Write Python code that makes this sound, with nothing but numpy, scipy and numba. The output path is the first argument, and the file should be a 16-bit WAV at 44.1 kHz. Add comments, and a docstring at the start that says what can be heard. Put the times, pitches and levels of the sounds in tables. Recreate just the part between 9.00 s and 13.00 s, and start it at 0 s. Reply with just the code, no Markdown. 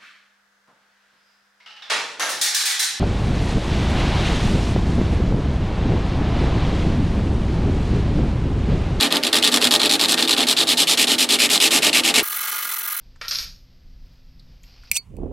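"""Close by and outdoors, folded sandpaper is scrubbed to and fro over a fibreglass patch on a hollow hull.
From the first stroke, stick-slip friction of the grit rings the paper in a rasp and drives the
booming modes of the hull, with sharp snags on rough fibres. As the patch gets smoother, the paper
catches less. Near the end the same sanding suddenly runs five times as fast, and so five times
as high: a fluttering hiss."""
import sys
import numpy as np
from scipy import signal
from scipy.fft import rfft, irfft
from scipy.io import wavfile
from scipy.ndimage import uniform_filter1d
from numba import njit

SR = 44100
rng = np.random.default_rng(int(sys.argv[2]) if len(sys.argv) > 2 else 0)


def transcribe(signal):
    """Save signal, clipped to [-1, 1], as a 16-bit WAV file at the path in sys.argv[1]."""
    frames = np.atleast_2d(signal).T
    limited = np.clip(frames, -1, 1)
    pcm = np.round(limited * 32767).astype(np.int16)
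    wavfile.write(sys.argv[1], SR, pcm)


N = 176400

# Strokes at the hand's own pace: (start [s], length [s], rasp level [dB],
# lower resonance of the paper [Hz], treble relative to rasp [dB], hull drive [dB])
HAND_STROKES = [(0, 0.077, -21, 3070, -10, -22.5), (0.105, 0.081, -24.5, 3300, -12.5, -23.5),
                (0.228, 0.064, -23.5, 3240, -10, -27), (0.328, 0.068, -19, 3440, -8, -21.5),
                (0.423, 0.072, -16, 3300, -10.5, -23.5), (0.516, 0.068, -18.5, 3370, -6.5, -21.5),
                (0.614, 0.068, -17.5, 3400, -8, -21.5), (0.712, 0.058, -17, 3480, -6.5, -22),
                (0.794, 0.086, -19.5, 3340, -12, -23.5), (0.893, 0.072, -18.5, 3700, -8, -25.5),
                (0.993, 0.07, -18.5, 3520, -9, -23), (1.08, 0.071, -19, 3420, -6, -24),
                (1.171, 0.084, -20.5, 3350, -10, -23.5), (1.275, 0.071, -19, 3470, -8.5, -26),
                (1.364, 0.08, -20, 3360, -11, -23), (1.469, 0.068, -19, 3470, -6.5, -25.5),
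                (1.566, 0.074, -18.5, 3310, -10, -25.5), (1.671, 0.073, -18.5, 3370, -7.5, -26.5),
                (1.771, 0.072, -17.5, 3380, -6.5, -25.5), (1.871, 0.079, -18.5, 3200, -5.5, -27),
                (1.973, 0.078, -18, 2880, -5.5, -26.5), (2.07, 0.083, -19, 3250, -7.5, -26),
                (2.181, 0.071, -19, 2970, -5, -28), (2.289, 0.076, -18, 3100, -6.5, -26),
                (2.387, 0.082, -16.5, 2570, -7, -26.5), (2.497, 0.078, -19.5, 3260, -4, -24.5),
                (2.601, 0.084, -17, 2800, -5, -26), (2.707, 0.086, -19, 2840, -3.5, -23),
                (2.821, 0.077, -17.5, 2580, -6.5, -24), (2.929, 0.077, -17, 2580, -7, -25.5),
                (3.035, 0.079, -19.5, 2690, -6, -25), (3.14, 0.07, -17.5, 2550, -5.5, -23)]
# Sped-up strokes: (start [s], rasp level [dB], hull drive [dB])
SPED_UP_STROKES = [(3.228, -25, -31), (3.251, -27, -32), (3.271, -25, -32), (3.296, -26, -32.5),
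                   (3.317, -26, -28.5), (3.339, -27, -30.5), (3.359, -24, -29.5), (3.381, -27, -30),
                   (3.404, -24, -29.5), (3.427, -29, -27.5), (3.447, -27, -29.5), (3.47, -29, -25.5),
                   (3.489, -27, -29), (3.514, -27, -26), (3.535, -29, -28), (3.556, -26.5, -28.5),
                   (3.579, -27, -27.5), (3.599, -29, -32.5), (3.621, -27, -27.5), (3.643, -28, -27.5),
                   (3.667, -29, -31.5), (3.689, -25.5, -30), (3.712, -27, -26.5), (3.734, -25, -30.5),
                   (3.758, -27, -30.5), (3.782, -24, -32), (3.803, -29, -30.5), (3.829, -26, -33),
                   (3.849, -28, -31.5), (3.874, -24, -30), (3.898, -28, -33), (3.917, -25.5, -29.5),
                   (3.94, -28, -33), (3.964, -24, -33.5), (3.986, -27, -31)]
# Snags on rough fibres: (time [s], relative peak level [dB])
FIBRE_SNAGS = [(0.0097, 5), (0.0258, -1), (0.0314, 3), (0.0478, -11), (0.1249, 8), (0.138, -20),
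               (0.1502, -11), (0.1581, 2.5), (0.1691, 2), (0.2357, 4), (0.2498, -5), (0.2696, 0.5),
               (0.3304, 3), (0.3438, -1), (0.349, -18), (0.52, -12), (0.611, -5), (0.7092, 2), (0.7678, -8),
               (0.8614, 3), (1.1434, -26), (1.283, -2), (1.3379, -2), (1.3757, -13), (1.573, -1),
               (1.9754, -2), (2.4917, -2), (2.5774, 2.5), (2.8955, -4)]
# Depth of the stick-slip modulation: (time [s], level spread [dB])
CATCH_DEPTH = [(0, -1), (.35, 5), (1.3, 4), (1.8, 2), (3.2, 2.8)]
# Distinct normal modes of the hull: (frequency [Hz], relative level [dB], decay time T60 [s])
SHELL_MODES = [(85.4, -22, 0.38), (171.6, -13.5, 0.4), (243.2, 1, 0.26), (285.6, 1, 0.24),
               (328.9, -4, 0.47), (396.4, -1, 0.17), (435.4, -1.5, 0.23), (497, -5.5, .1), (529, -8, 0.26),
               (602, -3.5, 0.21), (698.4, 0.5, 0.11), (800.5, -3.5, 0.2), (895, 0, 0.13), (1171, -6, 0.13),
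               (1222, -5, 0.05), (1300, -13, 0.046), (1854, -0.5, 0.11), (2300, -20, 0.074),
               (2530, -4.5, 0.092), (2800, -1, 0.06)]
# The hull's dense modes, mid and side (left minus right): (frequency [Hz], relative density [dB])
HULL_SPECTRUM = [(8, -34), (25, -29), (55, -19.5), (85, -20.5), (110, -12.5), (170, -10.5), (205, -3.5),
                 (255, -0.5), (360, -1.5), (480, -3), (800, -7), (980, -13.5), (1250, -7.5), (2400, -14),
                 (5000, -19), (16000, -41)]
HULL_SIDE_SPECTRUM = [(25, -32), (85, -16), (170, -47), (260, -24), (400, 3.5), (800, -1.5), (1400, -2.5),
                      (3000, -6), (14000, -45)]
# A lingering tail of the paper's sound that fills the gaps, mid and side: (frequency [Hz], relative density
# [dB])
TAIL_SPECTRUM = [(300, -19), (1500, -6), (3600, -8), (5500, -5), (8000, -3.5), (12000, -8), (16000, -48)]
TAIL_SIDE_SPECTRUM = [(300, -32.5), (1500, -6), (3500, 10), (5500, -2), (8000, -1), (12000, -2),
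                      (16000, -93)]
# The paper's rasp, sharp treble, dull scrape and snags: (frequency [Hz], relative density [dB])
RASP_SPECTRUM = [(500, -29), (1500, -5.5), (2200, 0), (3300, -0.5), (4200, 1.5), (4900, -5), (5800, -19.5),
                 (8000, -21), (16000, -43)]
TREBLE_SPECTRUM = [(2000, -62), (5000, 5.5), (6200, -1), (7600, 2.5), (9500, -1), (12000, -4.5),
                   (14200, -18.5), (15800, -23)]
SCRAPE_SPECTRUM = [(200, -30.5), (600, -4), (1150, 4), (1600, -1.5), (2200, 2.5), (3500, -8.5), (8000, -33),
                   (16000, -34)]
SNAG_SPECTRUM = [(100, -3.5), (4000, 1.5), (8000, -3.5), (12000, 1), (16000, -7)]

SPEED_UP_S, SPEED = 3.228, 5
LEFT_RIGHT = np.array([[1], [-1]])


def from_db(db):
    """Amplitude ratio of a level in decibels."""
    return 10 ** (np.asarray(db) / 20)


def unit_rms(x):
    """Normalisation to a mean power of 1."""
    return x / np.sqrt(np.mean(x ** 2) + 1e-20)


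def convolve(x, response):
    """Linear filtering by an impulse response of unit energy."""
    return signal.fftconvolve(x, response / np.sqrt(np.sum(response ** 2)))[:len(x)]


def colour(x, spectrum, size=4096):
    """Minimum-phase filtering: folding the cepstrum gives a causal response with this spectrum."""
    hz, db = np.transpose(spectrum)
    grid_hz = np.maximum(np.arange(size // 2 + 1) * SR / size, 1)
    magnitude = from_db(np.interp(np.log(grid_hz), np.log(hz), db))
    cepstrum = irfft(np.log(magnitude))
    cepstrum[1:size // 2] *= 2
    cepstrum[size // 2 + 1:] = 0
    return convolve(x, irfft(np.exp(rfft(cepstrum))))


def drift(rate_hz, size):
    """Low-passed noise: a smooth random fluctuation of unit power."""
    pole = np.exp(-2 * np.pi * rate_hz / SR)
    smooth = signal.lfilter([1], [1, -2 * pole, pole * pole], rng.standard_normal(size + SR))
    return unit_rms(smooth[SR:])


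def diffuse(x, t60_s):
    """Modal overlap: dense modes act as noise that stores the energy of x and decays exponentially."""
    retained = from_db(-120 / (t60_s * SR))
    energy = signal.lfilter([1 - retained], [1, -retained], x ** 2)
    return rng.standard_normal(len(x)) * np.sqrt(energy + 1e-20)


@njit
def resonant_highpass(x, tuning, damping):
    """A damped oscillator of varying frequency, as a state-variable high-pass."""
    out, low, band = np.zeros(len(x)), 0., 0.
    for i in range(len(x)):
        g = tuning[i]
        out[i] = (x[i] - (damping + g) * band - low) / (1 + g * (damping + g))
        low += 2 * g * (band + g * out[i])
        band += 2 * g * out[i]
    return out


def hull(force):
    """Forced vibration: the shell booms as a sum of a few distinct modes and many dense ones."""
    t = np.arange(SR // 2) / SR
    modes = sum(from_db(db - 60 * t / t60) * np.sin(2 * np.pi * hz * t) * (-1) ** k
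                for k, (hz, db, t60) in enumerate(SHELL_MODES))
    dense = from_db(-7) * colour(diffuse(force, t60_s=0.35), HULL_SPECTRUM)
    mid = dense + from_db(-3) * convolve(force, modes)
    side = from_db(-15) * colour(diffuse(force, t60_s=0.35), HULL_SIDE_SPECTRUM)
    return (mid + LEFT_RIGHT * side) * from_db(-0.65 * LEFT_RIGHT)   # slightly to the right


def hand_reflection(x, position, strength=0.11, delay_s=0.001404, travel=0.27):
    """Comb filtering: a reflection off the moving hand sweeps a ripple through the spectrum."""
    i = np.arange(len(x))
    reflected = np.interp(i - delay_s * SR * (1 + travel * position), i, x)
    return (x - strength * reflected) / np.sqrt(1 + strength ** 2)


def snag_jolts(t, snags, decay_s=0.00056):
    """Impulsive excitation: each snag on a fibre is a noise burst with exponential decay."""
    envelope = np.zeros(len(t))
    for start, db in snags:
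        onset = int(start * SR)
        age = t[onset:] - t[onset]
        envelope[onset:] += from_db(db - 10) * np.exp(-np.minimum(age / decay_s, 20))
    return colour(envelope * rng.standard_normal(len(t)), SNAG_SPECTRUM)


def stick_slip(spread_db, size, catches_per_s=170, slip_s=0.0031, steady_s=0.029):
    """Stick-slip friction: the paper catches and slips free; the steady hand keeps mean power even."""
    intervals = rng.uniform(.2, 1.8, size // 100)
    onsets = (np.cumsum(intervals) / catches_per_s * SR).astype(int)
    onsets = onsets[onsets < size]
    catches = np.zeros(size)
    catches[onsets] = rng.uniform(.2, 1, len(intervals))[:len(onsets)]
    slips = signal.lfilter([1], [1, -np.exp(-1 / (slip_s * SR))], catches)
    gain = from_db(spread_db * np.minimum(unit_rms(slips - slips.mean()), 2))
    return gain / np.sqrt(uniform_filter1d(gain ** 2, int(steady_s * SR)))


def grit(size, grains_per_s=24000, spread_db=3):
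    """Shot noise: single grains click at random times with uneven strength."""
    strength = from_db(spread_db * np.minimum(rng.exponential(1, size), 3))
    hits = rng.random(size) < grains_per_s / SR
    return unit_rms(hits * strength * rng.choice([-1, 1], size))


def pressure(t, starts, lengths, levels_db, turn_db, attack_s=0.001, release_s=0.015, swell_db=2.87):
    """Amplitude modulation: each stroke bites, swells and lets go; faint rubbing lasts through turns."""
    envelope = from_db(np.interp(t, starts, levels_db) + turn_db)
    for start, length, db in zip(starts, lengths, levels_db):
        a, b = np.searchsorted(t, [start - attack_s, start + length + release_s])
        age = t[a:b] - start
        gate = np.clip(age / attack_s + .5, 0, 1) * np.clip((length - age) / release_s + .5, 0, 1)
        arch = np.sin(np.pi * np.clip(age / length, 0, 1))
        envelope[a:b] += gate * from_db(db + swell_db * (arch - 1))
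    return envelope


def paper(rub, bright, force, resonance_hz, position, tail_db):
    """Resonance: grit rings the folded paper in a rasp, with a sharp treble and a duller scrape."""
    tuning = np.tan(np.pi * np.clip(resonance_hz, 500, 8000) / SR)
    rasp = from_db(-4) * colour(resonant_highpass(rub, tuning, damping=0.41), RASP_SPECTRUM)
    treble = from_db(4) * colour(bright, TREBLE_SPECTRUM)
    scrape = from_db(-6) * colour(force, SCRAPE_SPECTRUM)
    mid = hand_reflection(rasp + treble + scrape, position)
    ring = from_db(tail_db) * colour(diffuse(mid, t60_s=0.09), TAIL_SPECTRUM)
    side = from_db(-20.5) * colour(diffuse(mid, t60_s=0.077), TAIL_SIDE_SPECTRUM)
    return mid + ring + LEFT_RIGHT * side


def sanding(t, strokes, catch_db, snags, turn_db, tail_db):
    """Frictional excitation: the strokes drag the grit, which drives both paper and hull."""
    starts, lengths, rasp_db, paper_hz, treble_db, hull_db = np.transpose(strokes)
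    size = len(t)
    stroke = np.maximum(np.searchsorted(starts, t) - 1, 0)
    progress = np.clip((t - starts[stroke]) / lengths[stroke], 0, 1)
    hand_speed = np.sin(np.pi * progress)
    hand_position = .5 * np.cos(np.pi * (stroke + progress))

    catches = stick_slip(catch_db, size)
    rub = grit(size) * catches * pressure(t, starts, lengths, rasp_db, turn_db)
    jolts = snag_jolts(t, snags)
    bright = grit(size) * catches * pressure(t, starts, lengths, rasp_db + treble_db, turn_db)
    bright += from_db(-5) * jolts
    bright *= from_db(4 * (hand_speed - 0.85))   # the treble grows with the hand's speed
    load = pressure(t, starts, lengths, hull_db, turn_db=-13.5, attack_s=0.0035, release_s=0.0067)
    force = grit(size) * catches * load + from_db(-5) * jolts

    sag = 0.027 * (.7 - hand_speed)   # the resonance dips at mid-stroke
    resonance_hz = paper_hz[stroke] * (1 + sag + 0.042 * drift(38, size))
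    return paper(rub + jolts, bright, force, resonance_hz, hand_position, tail_db) + hull(force)


def sped_up_sanding(size):
    """Time compression: sanding at the hand's pace is run fast, which raises every frequency alike."""
    slow_length_s, slow_paper_hz, treble_db = 0.091, 2440, 1
    strokes = [((start - SPEED_UP_S) * SPEED, slow_length_s, rasp_db + 1, slow_paper_hz, treble_db, hull_db)
               for start, rasp_db, hull_db in SPED_UP_STROKES]
    t = np.arange(size * SPEED) / SR
    slow = sanding(t, strokes, catch_db=3, snags=[], turn_db=-27, tail_db=-25)
    return signal.resample_poly(slow, 1, SPEED, axis=1)


def scene():
    """Friction noise at the hand's own pace, then abruptly compressed in time."""
    t = np.arange(int(SPEED_UP_S * SR)) / SR
    catch_db = np.interp(t, *np.transpose(CATCH_DEPTH))
    natural = sanding(t, HAND_STROKES, catch_db, FIBRE_SNAGS, turn_db=-20.5, tail_db=-16)
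    return np.hstack([natural, sped_up_sanding(N - len(t))])


def record(dry):
    """Soft saturation rounds the loudest peaks; a steep low-pass limits the bandwidth."""
    ceiling, cutoff_hz = .72, 15900
    rounded = dry / (1 + (dry / ceiling) ** 4) ** .25
    return signal.sosfilt(signal.ellip(12, .2, 70, cutoff_hz, fs=SR, output="sos"), rounded)


dry = scene()
out = record(dry)
transcribe(out)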